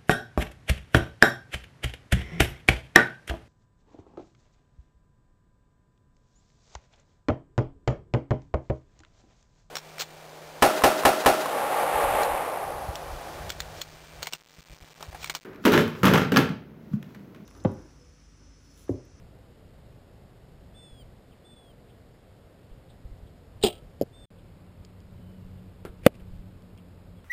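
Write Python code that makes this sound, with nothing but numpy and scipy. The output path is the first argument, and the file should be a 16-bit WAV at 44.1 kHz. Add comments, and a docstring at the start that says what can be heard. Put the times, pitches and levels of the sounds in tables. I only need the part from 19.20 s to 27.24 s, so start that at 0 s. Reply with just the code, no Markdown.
"""Two compound-bow shots in a windy field, one heard beside the archer and one beside the foam target.
The string whips forward, the bow rattles and the arrow thuds in. After a brief, almost silent break
a far bow snaps and a second arrow hisses in, knocking the target through dry grass.
Birds whistle, wind rumbles on the microphone and, at the target, overhead wires hum.
A small camera picks it all up: it overloads, and holding its samples at 12 kHz adds a gritty edge."""
import sys
import numpy as np
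from scipy import signal
from scipy.fft import rfft, irfft
from scipy.io import wavfile

SR = 44100
rng = np.random.default_rng(int(sys.argv[2]) if len(sys.argv) > 2 else 0)


def persist_wave(psi):
    """Save psi, clipped to +-1, as 16-bit WAV."""
    counts = np.round(np.clip(psi, -1, 1) * 32767).astype(np.int16)
    wavfile.write(sys.argv[1], SR, np.atleast_2d(counts).T)


N = 354740
T = np.arange(N) / SR
FREQS = np.fft.rfftfreq(N, 1 / SR)
HOLD_HZ = 12000  # the camera's sampling rate

# A "t60" is the time in seconds that a sound takes to fade by 60 dB.
# The ringing tones of a bow's limbs, handle and cables. Each row: pitch in Hz, level in dB, t60.
BOW_MODES = [(221, -6, 0.098), (355, -2, 0.15), (425, -29, 0.078), (424, -10, .18), (521, -29.5, 0.12),
             (595, -34.5, 0.12), (585, -9, 0.088), (650, -14.5, 0.1), (716, -8.5, .13), (786, -14, 0.17),
             (827, -21, .1), (1260, -13, 0.041), (1303, -31.5, 0.6)]
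# The bright ring of an arrow shaft or dry stalk. Each row: pitch in Hz, level in dB, t60.
ROD_MODES = [(3280, -7, 0.015), (4430, -14, 0.0037), (4736, -7.5, 0.0081), (5100, 2, 0.0056)]
# Arrows striking the target. Each row: start in seconds, strength in dB, contact time and
# stopping time in seconds, then the levels of crunch, shaft click and first bounce in dB.
ARROW_HITS = [(4.8123, -8.7, .0014, .001, -47.5, -37, -15.5), (6.8640, 8.2, .00031, .00226, -1, -17, -32)]
# The dull colour of sound scattered by the ground. Each row: frequency in Hz, relative level in dB.
GROUND_COLOUR = [(200, -1.5), (650, 9.5), (1000, -10), (2000, -27.5), (5500, -39)]


def near_bow(fittings_db=-.5):
    """The string whips home; every knock rings the frame and rattles the cams (pulleys) and fittings."""
    # Cams and metal fittings. Each row: pitch in Hz, level in dB, t60.
    fitting_modes = [(2810, -21, 0.21), (3090, -17, 0.11), (3380, -17, 0.15), (3270, -23, 0.15),
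                     (3490, -19, 0.091), (3930, -19, 0.13), (3770, -17.5, 0.073), (3900, -9, 0.014),
                     (4387, -36, 0.098), (4880, -7, 0.016)]
    # The rattle's colour. Each row: frequency in Hz, relative level in dB.
    rattle_colour = [(150, 0), (700, 15), (1050, -8), (2000, -7), (2600, 3.5), (3200, 14), (3900, -2),
                     (4700, -1), (5500, -7.5)]
    starts, frame_db, rattle_db, t60 = np.transpose(bow_knocks())
    frame = struck(starts, frame_db, BOW_MODES)
    fittings = struck(starts, rattle_db + fittings_db, fitting_modes)
    rattle = bursts(zip(starts, rattle_db, t60)) * noise(rattle_colour) * from_db(2 * drift(900))
    field_echo = bursts([(4.457, -56, 1.0)]) * noise(GROUND_COLOUR)
    return string_whip() + frame + fittings + rattle + field_echo


def string_whip(start=4.4355, level_db=-11, whip_hz=470, rest_hz=352, settle_s=.009):
    """The string gives a short tone whose pitch falls as it comes to rest."""
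    hz = rest_hz + (whip_hz - rest_hz) * np.exp(-((T - start) / settle_s) ** 2)
    level = from_db(level_db) * swell(start, attack_s=.005, hold_s=.008, release_s=.004)
    return -level * np.sin(phase_of(hz * (T > start)))


def bow_knocks(knock_t60=.045, swing_s=.0265, loss_db=5):
    """The trigger clicks, parts hit their stops, then the bow shudders more weakly on each swing."""
    # String, cams and limbs stopping. Each row: start in seconds, frame ring in dB, rattle in dB.
    hard_knocks = [(4.436, -47, -21.5), (4.439, -19.5, -19.5), (4.448, -21, -22.5), (4.4615, -35, -26),
                   (4.4675, -31.5, -26.5), (4.483, -29, -29)]
    # The rows below add the rattle's t60 as a fourth column.
    trigger = [(4.414, -70, -48.5, .2)]
    knocks = [(*knock, knock_t60) for knock in hard_knocks]
    shudder = [(4.5 + k * swing_s, -46.5 - k * loss_db, -40 - k * loss_db, .085) for k in range(4)]
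    return trigger + knocks + shudder


def arrow_leaving():
    """The shaft scrapes over its rest in a bright zip, loudest as its tail leaves the string."""
    # The zip's colour. Each row: frequency in Hz, relative level in dB.
    zip_colour = [(2500, -11), (3300, -10), (3800, 6.5), (4400, -7.5), (5000, -1.5), (5800, -15.5)]
    slide = from_db(-32) * swell(4.4262, attack_s=.0016, hold_s=.037, release_s=.027)
    leaving_string = bursts([(4.435, -25, .025)])
    return (slide + leaving_string) * noise(zip_colour)


def arrow_hits(crunch_t60=.012, echo_db=-41, echo_t60=.079):
    """Soft pushes make the foam thud while the point crunches through it and the shaft clicks."""
    # The foam's quickly fading tones. Each row: pitch in Hz, level in dB, t60.
    foam_modes = [(130, -25.5, 0.021), (260, -16, 0.013), (324, -16.5, 0.03), (523, 2, 0.011),
                  (1400, -24.5, 0.01), (1926, -13, 0.0036), (3120, -4, 0.0037)]
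    # The crunch's colour. Each row: frequency in Hz, relative level in dB.
    crunch_colour = [(300, 13), (700, 7), (1050, -20.5), (1500, 10), (3000, 9), (4200, -19), (5500, -10)]
    starts, db, direction, contact_s, crunch_db, click_db = np.transpose(arrow_blows())
    force = np.zeros(N)
    for start, strength, length in zip(starts, direction * from_db(db), contact_s):
        pulse = np.hanning(max(int(length * SR), 3))
        force[int(start * SR):][:len(pulse)] += strength * pulse / pulse.sum()
    thud = sum(from_db(mode_db) * ring(force, hz, t60) for hz, mode_db, t60 in foam_modes)
    # A small body gives off little deep bass.
    thud = signal.sosfilt(signal.butter(1, 200, "high", fs=SR, output="sos"), thud)
    crunch = bursts(zip(starts, crunch_db, np.full(len(starts), crunch_t60))) * noise(crunch_colour)
    echo = bursts(zip(starts, db + echo_db, np.full(len(starts), echo_t60))) * noise(GROUND_COLOUR)
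    return thud + crunch + echo + struck(starts, click_db, ROD_MODES)


def arrow_blows(recoil_s=.0014, bounce_gap_s=.0082, bounce_contact_s=.0016, return_s=.0023):
    """Each arrow pushes the foam, the foam springs back, and the target bounces twice on its support."""
    # Each row: start in seconds, strength in dB, direction, contact in seconds, crunch and click in dB.
    blows = []
    for start, db, contact_s, stop_s, crunch_db, click_db, bounce_db in ARROW_HITS:
        blows.append((start, db, 1, contact_s, crunch_db, click_db))
        blows.append((start + stop_s, db - 1.1, -1, recoil_s, crunch_db - 9, click_db - 9))
        for k in range(2):
            bounce_at = start + (k + 1) * bounce_gap_s
            softness = 1.5 ** k  # a longer contact sounds softer
            touch = (bounce_contact_s * softness, bounce_db - 42, bounce_db - 26 - 15 * k)
            blows.append((bounce_at, bounce_db, -1, *touch))
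            blows.append((bounce_at + return_s * softness, bounce_db, 1, *touch))
    return blows


def far_bow():
    """A distant bow gives a dull snap, and its frame rings with it."""
    # The crack and its rattling tail. Each row: start in seconds, level in dB, t60.
    snaps = [(6.6510, -31.5, 0.024), (6.654, -38, .15)]
    # The snap's colour. Each row: frequency in Hz, relative level in dB.
    snap_colour = [(100, -4), (220, -7), (310, 8.5), (420, 6), (750, -17), (1400, -6.5), (2200, -18),
                   (3500, -20), (5500, -28)]
    # The knock on the frame. Its row: start in seconds, level in dB.
    frame_knock = [(6.6536, -40)]
    return bursts(snaps) * noise(snap_colour) + struck(*np.transpose(frame_knock), BOW_MODES)


def arrow_and_grass_swish(rise_db_per_s=640, attack_s=.01, grain_db=4):
    """The second arrow hisses louder as it closes in, then the target scuffs the dry grass."""
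    # The scuffs. Each row: start in seconds, level in dB, length in seconds.
    scuffs = [(6.865, -42.5, 0.022), (6.936, -55.5, .038), (6.991, -61, .046)]
    # The swish's colour. Each row: frequency in Hz, relative level in dB.
    swish_colour = [(200, 4), (500, 8.5), (1000, -13.5), (2400, 2), (4000, -11), (5500, -11)]
    to_impact = ARROW_HITS[-1][0] - T
    approach = from_db(-42 - rise_db_per_s * abs(to_impact)) * (to_impact > 0)
    scuffing = sum(from_db(db) * swell(start, attack_s, 0, length - attack_s)
                   for start, db, length in scuffs)
    return (approach + scuffing) * from_db(-grain_db * drift(440)) * noise(swish_colour)


def dry_ticks():
    """Thin stiff shafts or stalks ring briefly with small ticks."""
    # Each row: start in seconds, level in dB.
    ticks = [(4.8003, -60), (5.6494, -43.5), (5.6535, -56), (5.8037, -52), (7.4223, -59), (7.5767, -54)]
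    return struck(*np.transpose(ticks), ROD_MODES)


def bird_whistles(waver=.0039, flutter_db=1.3, attack_s=.035, release_s=.022):
    """Nearly pure whistles scoop up to their pitch, hold it, sag and drop at the end."""
    # Each row: start and length in seconds, top pitch in Hz, level in dB, side tones in relative dB.
    calls = [(1.532, .305, 3520, -57, -19.5), (2.232, .298, 3515, -59.5, -27),
             (4.918, .19, 3580, -59.5, -22), (5.99, .3, 3040, -74, -30), (7.945, .07, 3440, -73, -30)]
    # Faint reedy side tones. Each row: multiple of the pitch, level in dB, growth in dB per second.
    side_tones = [(.75, -1, -12), (1.25, -7, -5), (1.499, -2, 42)]
    out = np.zeros(N)
    unsteady = 1 + waver * drift(150)
    flutter = flutter_db * drift(55)
    catch_db = 14 * np.exp(-((T - 2.353) / .009) ** 2)  # one whistle catches for an instant
    for start, length, top_hz, db, reedy_db in calls:
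        on = (T >= start) & (T < start + length)
        age = T[on] - start
        scoop_hz = 600 * np.exp(-age / .00803)
        sag_hz = 1250 * np.maximum(age - .1, 0)
        drop_hz = 476 * np.exp((age - length) / .02)
        phase = phase_of((top_hz - scoop_hz - sag_hz - drop_hz) * unsteady[on])
        weakening_db = 7 * np.exp(-((age - .22) / .06) ** 2)  # the level dips during the sag
        level = from_db(db + flutter[on] - catch_db[on] - weakening_db)
        shape = swell(start, attack_s, length - attack_s - release_s, release_s)[on]
        reed = sum(from_db(reedy_db + tone_db + growth * age) * np.sin(multiple * phase)
                   for multiple, tone_db, growth in side_tones)
        out[on] += level * shape * (np.sin(phase) + reed)
    return np.sqrt(2) * out


def bird_chips(width_s=.0095, rasp=.125):
    """Very short bird calls, made raspy by a fast jitter in pitch."""
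    # Each row: middle of the call in seconds, level in dB, pitch in Hz.
    calls = [(2.13, -67, 3000), (2.704, -66, 3100), (3.52, -70, 2980), (3.705, -63.5, 3490),
             (4.075, -68.5, 3150), (5.193, -67, 3110), (6.388, -69.5, 3040), (7.586, -63, 2950)]
    out = np.zeros(N)
    jitter = 1 + rasp * drift(1200)
    for middle, db, hz in calls:
        on = abs(T - middle) < 4 * width_s
        shape = np.exp(-.5 * ((T[on] - middle) / width_s) ** 2)
        out[on] += from_db(db) * shape * np.sin(phase_of(hz * jitter[on]))
    return np.sqrt(2) * out


def wind(lumps_db=1.86):
    """Wind rumbles unevenly on the microphone's opening; single gusts push and pull it once."""
    # The wind's strength. Each row: time in seconds, level in dB.
    strength = [(0, -52), (1.2, -52.5), (2.3, -56), (3.3, -54.5), (3.95, -52.5), (4.7, -51.5), (5.6, -52.5),
                (6.2, -48), (6.75, -51), (7.15, -47), (7.6, -52.5), (8.04, -54.5)]
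    # The rumble's colour. Each row: frequency in Hz, relative level in dB.
    rumble_colour = [(15, -7), (35, 2.5), (70, 2.5), (120, 1), (200, -6), (400, -41)]
    # Thumping gusts. Each row: start in seconds, level in dB, frequency in Hz.
    gusts = [(1.716, -41, 35), (3.513, -38, 33.4), (3.851, -31, 49.7), (3.913, -34, 39.6),
             (4.026, -37, 55.5), (6.692, -36, 45), (7.02, -37, 40), (7.11, -36.5, 32), (7.191, -35, 38)]
    out = from_db(curve(strength) + lumps_db * drift(18)) * noise(rumble_colour)
    for start, db, hz in gusts:
        cycles = np.maximum(T - start, 0) * hz
        fade = np.exp(-np.minimum(cycles, 10) ** 2)
        out += from_db(db) * np.sin(2 * np.pi * cycles) * fade
    return out


def wire_hum(calm_hz=88.03, waver=.013, flutter_db=3):
    """Swirls of air peel off overhead wires and hum; faster wind raises pitch and level together."""
    # The first wire's pitch. 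Each row: time in seconds, pitch in Hz.
    pitch_path = [(5.1, 88), (5.55, 88), (6.0, 90.96), (6.27, 93), (6.8, 89.64), (7.17, 91.4), (7.7, 88.45),
                  (8.04, 87.9)]
    # Its tones. Each row: multiple of the pitch, level in dB when calm, dB gained per Hz of pitch rise.
    partials = [(1, -58, 0.9), (2, -59.5, 2.0)]
    pitch = curve(pitch_path)
    first_wire = [(multiple * pitch, db + slope * (pitch - calm_hz)) for multiple, db, slope in partials]
    second_wire = [(100, -58)]  # stays near 100 Hz and -58 dB
    out = np.zeros(N)
    for hz, db in first_wire + second_wire:
        level = from_db(db + flutter_db * drift(18))
        out += level * np.sin(phase_of(hz * (1 + waver * drift(35))))
    return np.sqrt(2) * out


def open_air(at_archer, at_target):
    """A soft, steady rush of outdoor air, with its own colour at each place."""
    # Each row of both tables: frequency in Hz, relative level in dB.
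    archer_colour = [(59, -37), (100, -6), (290, -7.5), (325, -9.5), (518, -8.5), (734, -14), (974, -20.5),
                     (2090, -25.5), (2390, -28.5), (2910, -28), (5300, -31.5), (6890, -45), (11700, -120)]
    target_colour = [(130, -47.5), (220, 2), (324, -3.5), (446, -4), (597, -5.5), (638, -10), (1580, -18.5),
                     (1830, -21.5), (2090, -21), (5300, -27.5), (6890, -64), (11700, -120)]
    archer_air = from_db(-56.5) * noise(archer_colour)
    target_air = from_db(-57) * noise(target_colour)
    return at_archer * archer_air + at_target * target_air


def from_db(db):
    """Turn decibels into a gain."""
    return 10 ** (np.asarray(db) / 20)


def curve(points):
    """Join (seconds, value) points with straight lines."""
    return np.interp(T, *np.transpose(points))


def phase_of(hz):
    """The running phase of a moving pitch."""
    return 2 * np.pi * np.cumsum(hz) / SR


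def noise(colour):
    """Noise of average power 1, shaped by (Hz, dB) points and kept below half the camera's rate."""
    hz, db = np.transpose(colour)
    freqs = np.maximum(FREQS, 1)
    gain = from_db(np.interp(np.log(freqs), np.log(hz), db))
    edges = np.minimum(freqs / hz[0], 1) ** 2 * (freqs < HOLD_HZ / 2)
    shaped = irfft(rfft(rng.standard_normal(N)) * gain * edges, N)
    return shaped / shaped.std()


def drift(rate):
    """A random wander of size about 1 that turns `rate` times a second."""
    return np.interp(T * rate, np.arange(N // 10), rng.standard_normal(N // 10))


def ring(force, hz, t60):
    """One mode, or natural tone, of an object: each push starts a fading sine wave."""
    decay, step = from_db(-60 / (t60 * SR)), 2 * np.pi * hz / SR
    return signal.lfilter([0, np.sin(step)], [1, -2 * decay * np.cos(step), decay ** 2], force + 1e-18)


def struck(times, levels_db, modes, spread_db=2.5):
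    """Each touch rings all of an object's tones, each with a slightly random strength."""
    out = np.zeros(N)
    for hz, mode_db, t60 in modes:
        clicks = np.zeros(N)
        chance_db = spread_db * rng.standard_normal(len(times))
        clicks[(times * SR).astype(int)] = from_db(levels_db + mode_db + chance_db)
        out += ring(clicks, hz, t60)
    return out


def bursts(rows):
    """The loudness shape of sudden, fading bursts. Each row: start in seconds, level in dB, t60."""
    power = np.zeros(N)
    for start, db, t60 in rows:
        first = int(start * SR)
        age = T[:min(SR // 2, N - first)]
        power[first:first + len(age)] += from_db(db - 60 * age / t60) ** 2
    return np.sqrt(power)


def swell(start, attack_s, hold_s, release_s):
    """A loudness shape that rises smoothly to 1, holds and falls."""
    rise = np.clip((T - start) / attack_s, 0, 1)
    fall = np.clip((start + attack_s + hold_s + release_s - T) / release_s, 0, 1)
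    return np.sin(np.pi / 2 * rise * fall) ** 2


def scene(break_start_s=5.055, break_end_s=5.104, break_db=-37):
    """First beside the archer, then beside the target, with an almost silent break between."""
    at_archer, at_target = T < break_start_s, T > break_end_s
    background = open_air(at_archer, at_target) + at_target * wire_hum()
    shots = near_bow() + arrow_leaving() + arrow_hits() + far_bow() + arrow_and_grass_swish()
    field = shots + dry_ticks() + bird_whistles() + bird_chips() + wind() + background
    return (field * np.where(at_archer | at_target, 1, from_db(break_db)))[None]


def record(dry, band_edge_hz=5550, full_scale=.93, cutoff_hz=15250):
    """The camera cuts the treble and overloads; holding each sample mirrors the sound around 12 kHz."""
    narrow = signal.sosfilt(signal.butter(10, band_edge_hz, fs=SR, output="sos"), dry)
    clipped = narrow / (1 + (narrow / full_scale) ** 8) ** (1 / 8)
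    mirrored = clipped * (1 + 2 * np.cos(2 * np.pi * HOLD_HZ * T))
    held = irfft(rfft(mirrored) * np.sinc(FREQS / HOLD_HZ), N)
    return signal.sosfilt(signal.ellip(10, .2, 80, cutoff_hz, fs=SR, output="sos"), held)


dry = scene()
out = record(dry)
persist_wave(out)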